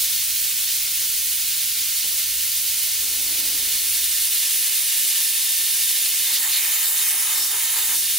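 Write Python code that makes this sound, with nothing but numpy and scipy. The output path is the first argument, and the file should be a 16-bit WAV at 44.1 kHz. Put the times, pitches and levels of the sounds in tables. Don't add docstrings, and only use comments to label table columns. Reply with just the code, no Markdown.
import sys
import numpy as np
from scipy.fft import rfft, irfft, next_fast_len
from scipy.io import wavfile
from scipy.ndimage import map_coordinates

SR = 44100
rng = np.random.default_rng(int(sys.argv[2]) if len(sys.argv) > 2 else 0)


def transcribe(signal):
    frames = np.atleast_2d(signal).T
    limited = np.clip(frames, -1, 1)
    pcm = np.round(limited * 32767).astype(np.int16)
    wavfile.write(sys.argv[1], SR, pcm)


N = 360861
FFT_SIZE = next_fast_len(N)
TIME = np.arange(N) / SR
HZ = np.arange(FFT_SIZE // 2 + 1) * SR / FFT_SIZE

# pitch_hz [Hz], level_db [dB per Hz]
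RUMBLE_SPECTRUM = [(15, -1), (30, -4), (50, -3), (90, -5), (130, -4.5), (190, -20), (400, -18)]
AIR_SPECTRUM = [(40, -24), (130, -12), (185, -2.5), (290, 1.5), (380, -1), (560, -6.5), (1000, -53),
                (3000, -54)]
# middle_s [s], half_length_s [s], level_db [dB]
HUM_SWELLS = [(.35, 0.22, -67), (2.35, 0.13, -58), (3.62, 0.53, -55.5), (7.95, .3, -61)]
# middle_s [s], half_length_s [s], level_db [dB]
RUSTLES = [(2.13, 0.053, -57), (3.1, 0.095, -62), (3.42, 0.25, -49.5), (5.05, 0.091, -59),
           (6.22, 0.25, -56), (7.41, 0.045, -56), (7.95, 0.053, -54)]
# pitch_hz [Hz], level_db [dB per Hz]
RUSTLE_SPECTRUM = [(120, -31), (220, -5), (290, -0.5), (400, -6.5), (700, -10.5), (1300, -12), (2500, -41)]
# start_s [s], level_db [dB]
BUMPS = [(1.0, -58), (2.04, -48), (3.03, -55), (3.95, -57)]
# pitch_hz [Hz], side_minus_mid_db [dB]
STEREO_WIDTH = [(500, -27), (950, -35), (1350, -11.5), (1900, -27), (2700, -19.5), (3350, -14.5),
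                (3900, -21), (4600, -13), (5750, -6.5), (6700, -8), (8050, -5), (10300, -4), (12600, -8),
                (13600, -8), (15500, -6)]
# pitch_hz [Hz], lead_rad [radians]
PORT_LEAD = [(4800, 0), (5700, 0), (6700, 0.6), (7500, .4), (8050, 1), (9000, 0.77), (12300, 1.6),
             (13300, 1.7), (14300, 1.35), (15700, 1.56)]
# pitch_hz [Hz], left_minus_right_db [dB]
PORT_BALANCE = [(500, 0.8), (3200, -1.5), (4300, -0.2), (7800, 0), (8500, -2), (10200, -1), (13100, -2.5),
                (13900, -1.5), (15700, -2.5)]
# delay_s [s], strength [gain against the direct sound]
NEAR_ECHOES = [(.002783, .2), (.00144, .04), (.008115, .06)]
# pitch_hz [Hz], width_hz [Hz], boost_db [dB]
FRAME_MODES = [(2980, 14, 7.5), (4090, 41, -6.5), (4300, 13, 4), (4745, 31, -0.5), (6100, 76, 3.5),
               (6640, 52, 8), (7000, 51, 3.5), (7040, 55, 0), (8160, 61, -3.5), (13500, 55, -3)]
# pitch_hz [Hz], width_hz [Hz], boost_db [dB]
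HAND_MODES = [(384, 85, 18), (920, 170, 6.5), (1480, 99, -7.5), (1700, 360, 5.5), (2830, 450, 2.5),
              (3643, 160, 5), (5400, 120, 1.5), (8100, 330, -0.5), (9900, 2800, 1.5), (13200, 500, 1),
              (15400, 1500, -3.5)]
# pitch_hz [Hz], width_hz [Hz], boost_db [dB]
FINGER_MODES = [(3100, 320, 7), (3650, 150, 8), (5900, 280, -5)]
# pitch_hz [Hz], width_hz [Hz], boost_db [dB]
SLIP_HOLLOW = [(2400, 1200, -4.5)]
# pitch_hz [Hz], level_db [dB per Hz]
FREE_JET = [(290, -45), (500, -28.5), (943, -24.5), (1280, -19), (1410, -17), (1540, -15), (1940, -10),
            (2110, -7.5), (4170, -0.5), (5970, -3), (7210, -4.5), (9340, -2.5), (12500, -1), (14800, 0.5),
            (15700, 1)]
BROKEN_JET = [(290, -56), (500, -26), (930, -10), (1300, -15), (1470, -4), (1910, -1), (3450, -11),
              (3710, -5), (4110, -3.5), (5800, -3.5), (6510, -4), (8570, -3.5), (10500, -2), (14200, -1),
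              (15700, -3)]
# enter_s [s, middle of the move], leave_s [s, same], share [0-1 of the jet it breaks]
FINGER = [(6.32, 7.41, 0.96), (7.494, 7.937, 0.94)]
# pitch_hz [Hz], width_hz [Hz], level_db [dB]
RUSH_MODES = [(375, 79, -7), (928, 360, 1.5), (1266, 190, 1.5), (1660, 270, 2)]
# middle_s [s], half_length_s [s], level_db [dB]
PUFFS = [(6.3, 0.015, -50), (6.46, 0.019, -45.5), (7.35, 0.15, -48.5), (7.55, 0.032, -48.5),
         (7.78, 0.033, -45.5), (7.925, 0.022, -40.5)]
# middle_s [s], half_length_s [s], pitch_hz [Hz], width_hz [Hz], level_db [dB]
FLARES = [(6.358, 0.025, 4400, 2800, -22.5), (6.445, 0.019, 1850, 500, -32.5),
          (6.543, 0.038, 4120, 1500, -24.5), (6.62, 0.076, 2290, 905, -35), (6.85, 0.19, 13500, 800, -27),
          (7.18, 0.13, 10100, 1000, -25), (7.42, 0.065, 5450, 500, -29), (7.76, .12, 10650, 350, -28)]

LULL_S, LULL_FADE_S = 4.08, 0.67
RUMBLE_DB, RUMBLE_DROP_DB = -56, 8
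DIFFUSE_DB, DIFFUSE_DB_PER_S, DIFFUSE_DROP_DB = -65.5, 1.5, 35
HUM_HZ, HUM_DB, FAN_HZ, FAN_DB = 63.7, -71.5, 87, -68
NEAR_AIR_DB = -63
BUMP_DECAY_S = 0.07
HAND_S, HAND_APPROACH_S = 3.84, 2.1
VALVE_S, VALVE_TURN_S = 3.78, 0.55
ENTER_S, LEAVE_S, SLIP_S = 0.35, 0.068, 0.11
RUSH_DB, RUSH_DB_PER_S = -45, 0.3
FLARE_TRIM_DB = -2
HISS_DB, OPEN_HISS_DB, FINGER_HISS_LOSS_DB = -28.5, 0.6, 1.3
SIZZLE_DB, OPEN_SIZZLE_DB, FINGER_SIZZLE_LOSS_DB = -25.5, 2.08, 1.54
START_DB, SETTLE_S = 1.6, 0.18
CLUTTER = .26
CUTOFF_HZ = 15780


def from_db(db):
    return 10 ** (np.asarray(db) / 20)


def rms_one(x):
    return x / np.sqrt(np.mean(x ** 2) + 1e-20)


def at_hz(points):
    hz, value = np.transpose(points)
    return np.interp(np.log(HZ + 1), np.log(hz), value)


def filtered(x, gain):
    return irfft(rfft(x, FFT_SIZE) * gain, FFT_SIZE)[..., :N]


def band(low_hz, high_hz, order=8):
    low_cut = 1 + (low_hz / (HZ + 1)) ** (2 * order)
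    high_cut = 1 + (HZ / high_hz) ** (2 * order)
    return 1 / np.sqrt(low_cut * high_cut)


def bell(hz, width):
    return 1 / (1 + (2 * (HZ - hz) / width) ** 2)


def boosts(modes):
    return from_db(sum(db * bell(hz, width) for hz, width, db in modes))


def drift(rate_hz):
    return rms_one(filtered(rng.standard_normal(N), 1 / (1 + (HZ / rate_hz) ** 2)))


def ramp(middle_s, length_s):
    return .5 + .5 * np.sin(np.pi * np.clip((TIME - middle_s) / length_s, -.5, .5))


def swells(rows):
    return sum(from_db(db) * np.exp(-.5 * ((TIME - s) / half) ** 2) for s, half, db in rows)


def turbulence(gain, scatter=0):
    side_gain = gain * np.hypot(from_db(at_hz(STEREO_WIDTH)), scatter)
    mid, side = filtered(rng.standard_normal((2, N)), [gain, side_gain])
    return rms_one(np.array([mid + side, mid - side]))


def rumble_and_hum(lull):
    rumble = rms_one(filtered(rng.standard_normal(N), from_db(at_hz(RUMBLE_SPECTRUM)) * band(11, 400, order=2)))
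    rumble = rumble * from_db(RUMBLE_DB - RUMBLE_DROP_DB * lull)
    hum = np.sqrt(2) * np.sin(2 * np.pi * HUM_HZ * TIME + .5 * drift(1.8))
    fan = np.sqrt(2) * np.sin(2 * np.pi * FAN_HZ * TIME + 1.2 * drift(4))
    return rumble + hum * (from_db(HUM_DB) + swells(HUM_SWELLS)) + fan * from_db(FAN_DB)


def room_air(lull):
    near = from_db(NEAR_AIR_DB) * turbulence(from_db(at_hz(AIR_SPECTRUM)) * band(65, 3000, order=2))
    diffuse = rms_one(filtered(rng.standard_normal((2, N)), band(160, 990, order=2)))
    growth_db = DIFFUSE_DB_PER_S * np.minimum(TIME, LULL_S)
    return near + diffuse * from_db(DIFFUSE_DB + growth_db - DIFFUSE_DROP_DB * lull)


def arm_rustle():
    return swells(RUSTLES) * turbulence(from_db(at_hz(RUSTLE_SPECTRUM)) * band(120, 2500, order=2))


def workshop():
    lull = ramp(LULL_S, LULL_FADE_S)
    return rumble_and_hum(lull) + room_air(lull) + arm_rustle()


def bumps():
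    level = sum(from_db(db) * (TIME > s) * np.exp(-np.abs(TIME - s) / BUMP_DECAY_S) for s, db in BUMPS)
    return level * turbulence(band(170, 1200, order=3))


def frame(x, scatter_s=0.011, count=60):
    clutter = np.zeros(FFT_SIZE)
    delay_s = rng.uniform(.003, .025, count)
    strength = rms_one(rng.standard_normal(count) * np.exp(-delay_s / scatter_s)) / np.sqrt(count)
    clutter[(delay_s * SR).astype(int)] = strength
    clear = sum(g * np.exp(-2j * np.pi * HZ * s) for s, g in NEAR_ECHOES)
    echoes = 1 + CLUTTER * rfft(clutter) + clear
    sides = np.array([[.5], [-.5]])
    ports = from_db(at_hz(PORT_BALANCE) * sides) * np.exp(-1j * at_hz(PORT_LEAD) * sides)
    return filtered(x, echoes * boosts(FRAME_MODES) * ports)


def mirrored(x, strength, delay_s, sway_s, rate_hz):
    late_s = TIME - delay_s - sway_s * drift(rate_hz)
    echo = np.array([map_coordinates(channel, [late_s * SR], order=3, mode="nearest") for channel in x])
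    return (x + strength * echo) / np.sqrt(1 + strength ** 2)


def finger_share():
    visits = [share * ramp(enter, ENTER_S) * (1 - ramp(leave, LEAVE_S)) for enter, leave, share in FINGER]
    return np.clip(sum(visits), 0, 1)


def slipping():
    return sum(ramp(leave, LEAVE_S) * (1 - ramp(leave + SLIP_S, SLIP_S)) for _, leave, _ in FINGER)


def fingertip(rough_db=1.0, wobble_db=1.0):
    held = finger_share() * from_db(RUSH_DB + RUSH_DB_PER_S * (TIME - FINGER[0][0]))
    colour = sum(from_db(db) * bell(hz, width) for hz, width, db in RUSH_MODES) * band(290, 2700, order=3)
    flutter = from_db(rough_db * drift(70) + wobble_db * drift(16))
    rush = turbulence(colour) * (held + swells(PUFFS)) * flutter
    eddies = frame(turbulence(band(1700, 20000, order=4)))
    flares = 0
    for s, half, hz, width, db in FLARES:
        flares = flares + rms_one(filtered(eddies, bell(hz, width))) * swells([(s, half, db)])
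    return rush + from_db(FLARE_TRIM_DB) * flares


def jet_levels():
    opened = ramp(VALVE_S, VALVE_TURN_S)
    start_db = START_DB * np.exp(-TIME / SETTLE_S)
    shielded = ramp(FINGER[0][0], ENTER_S) * (1 - ramp(FINGER[-1][1], LEAVE_S))
    hiss_db = HISS_DB + start_db + OPEN_HISS_DB * opened - FINGER_HISS_LOSS_DB * shielded
    sizzle_db = SIZZLE_DB + start_db + OPEN_SIZZLE_DB * opened - FINGER_SIZZLE_LOSS_DB * shielded
    return hiss_db, sizzle_db


def jet_spray(stopped):
    near = ramp(HAND_S, HAND_APPROACH_S)
    free = turbulence(from_db(at_hz(FREE_JET)) * band(440, 20800, order=4))
    free = (1 - near) * free + near * filtered(free, boosts(HAND_MODES))
    broken_colour = from_db(at_hz(BROKEN_JET)) * band(1730, 19400) * boosts(FINGER_MODES)
    broken = turbulence(broken_colour, scatter=0.22)
    spray = frame(np.sqrt(1 - stopped) * free + np.sqrt(stopped) * broken)
    spray = filtered(spray, boosts([(12350, 1100, -3.5)]))
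    spray = mirrored(spray, 0.24 * stopped, delay_s=0.000294, sway_s=3e-5, rate_hz=6.5)
    return spray + slipping() * filtered(spray, boosts(SLIP_HOLLOW) - 1)


def jet(flutter_db=0.41, finger_flutter_db=0.28, spit_db=0.58, split_hz=7200):
    stopped = finger_share()
    spray = jet_spray(stopped)
    hiss = filtered(spray, band(1, split_hz, order=4) ** 2)
    sizzle = spray - hiss
    hiss_db, sizzle_db = jet_levels()
    hiss_gain = from_db(hiss_db) / np.std(filtered(spray.mean(0), band(2600, 6500)))
    sizzle_gain = from_db(sizzle_db) / np.std(filtered(spray.mean(0), band(8000, 15500)))
    depth_db = flutter_db + finger_flutter_db * stopped
    hiss = hiss * hiss_gain * from_db(depth_db * drift(8.2))
    sizzle = sizzle * sizzle_gain * from_db(depth_db * drift(13))
    feed = from_db(flutter_db * drift(18) + spit_db * drift(380))
    return feed * (hiss + sizzle)


def scene():
    return workshop() + bumps() + fingertip() + jet()


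def record(dry):
    return filtered(dry, 1 / (1 + (HZ / CUTOFF_HZ) ** 600))


dry = scene()
out = record(dry)
transcribe(out)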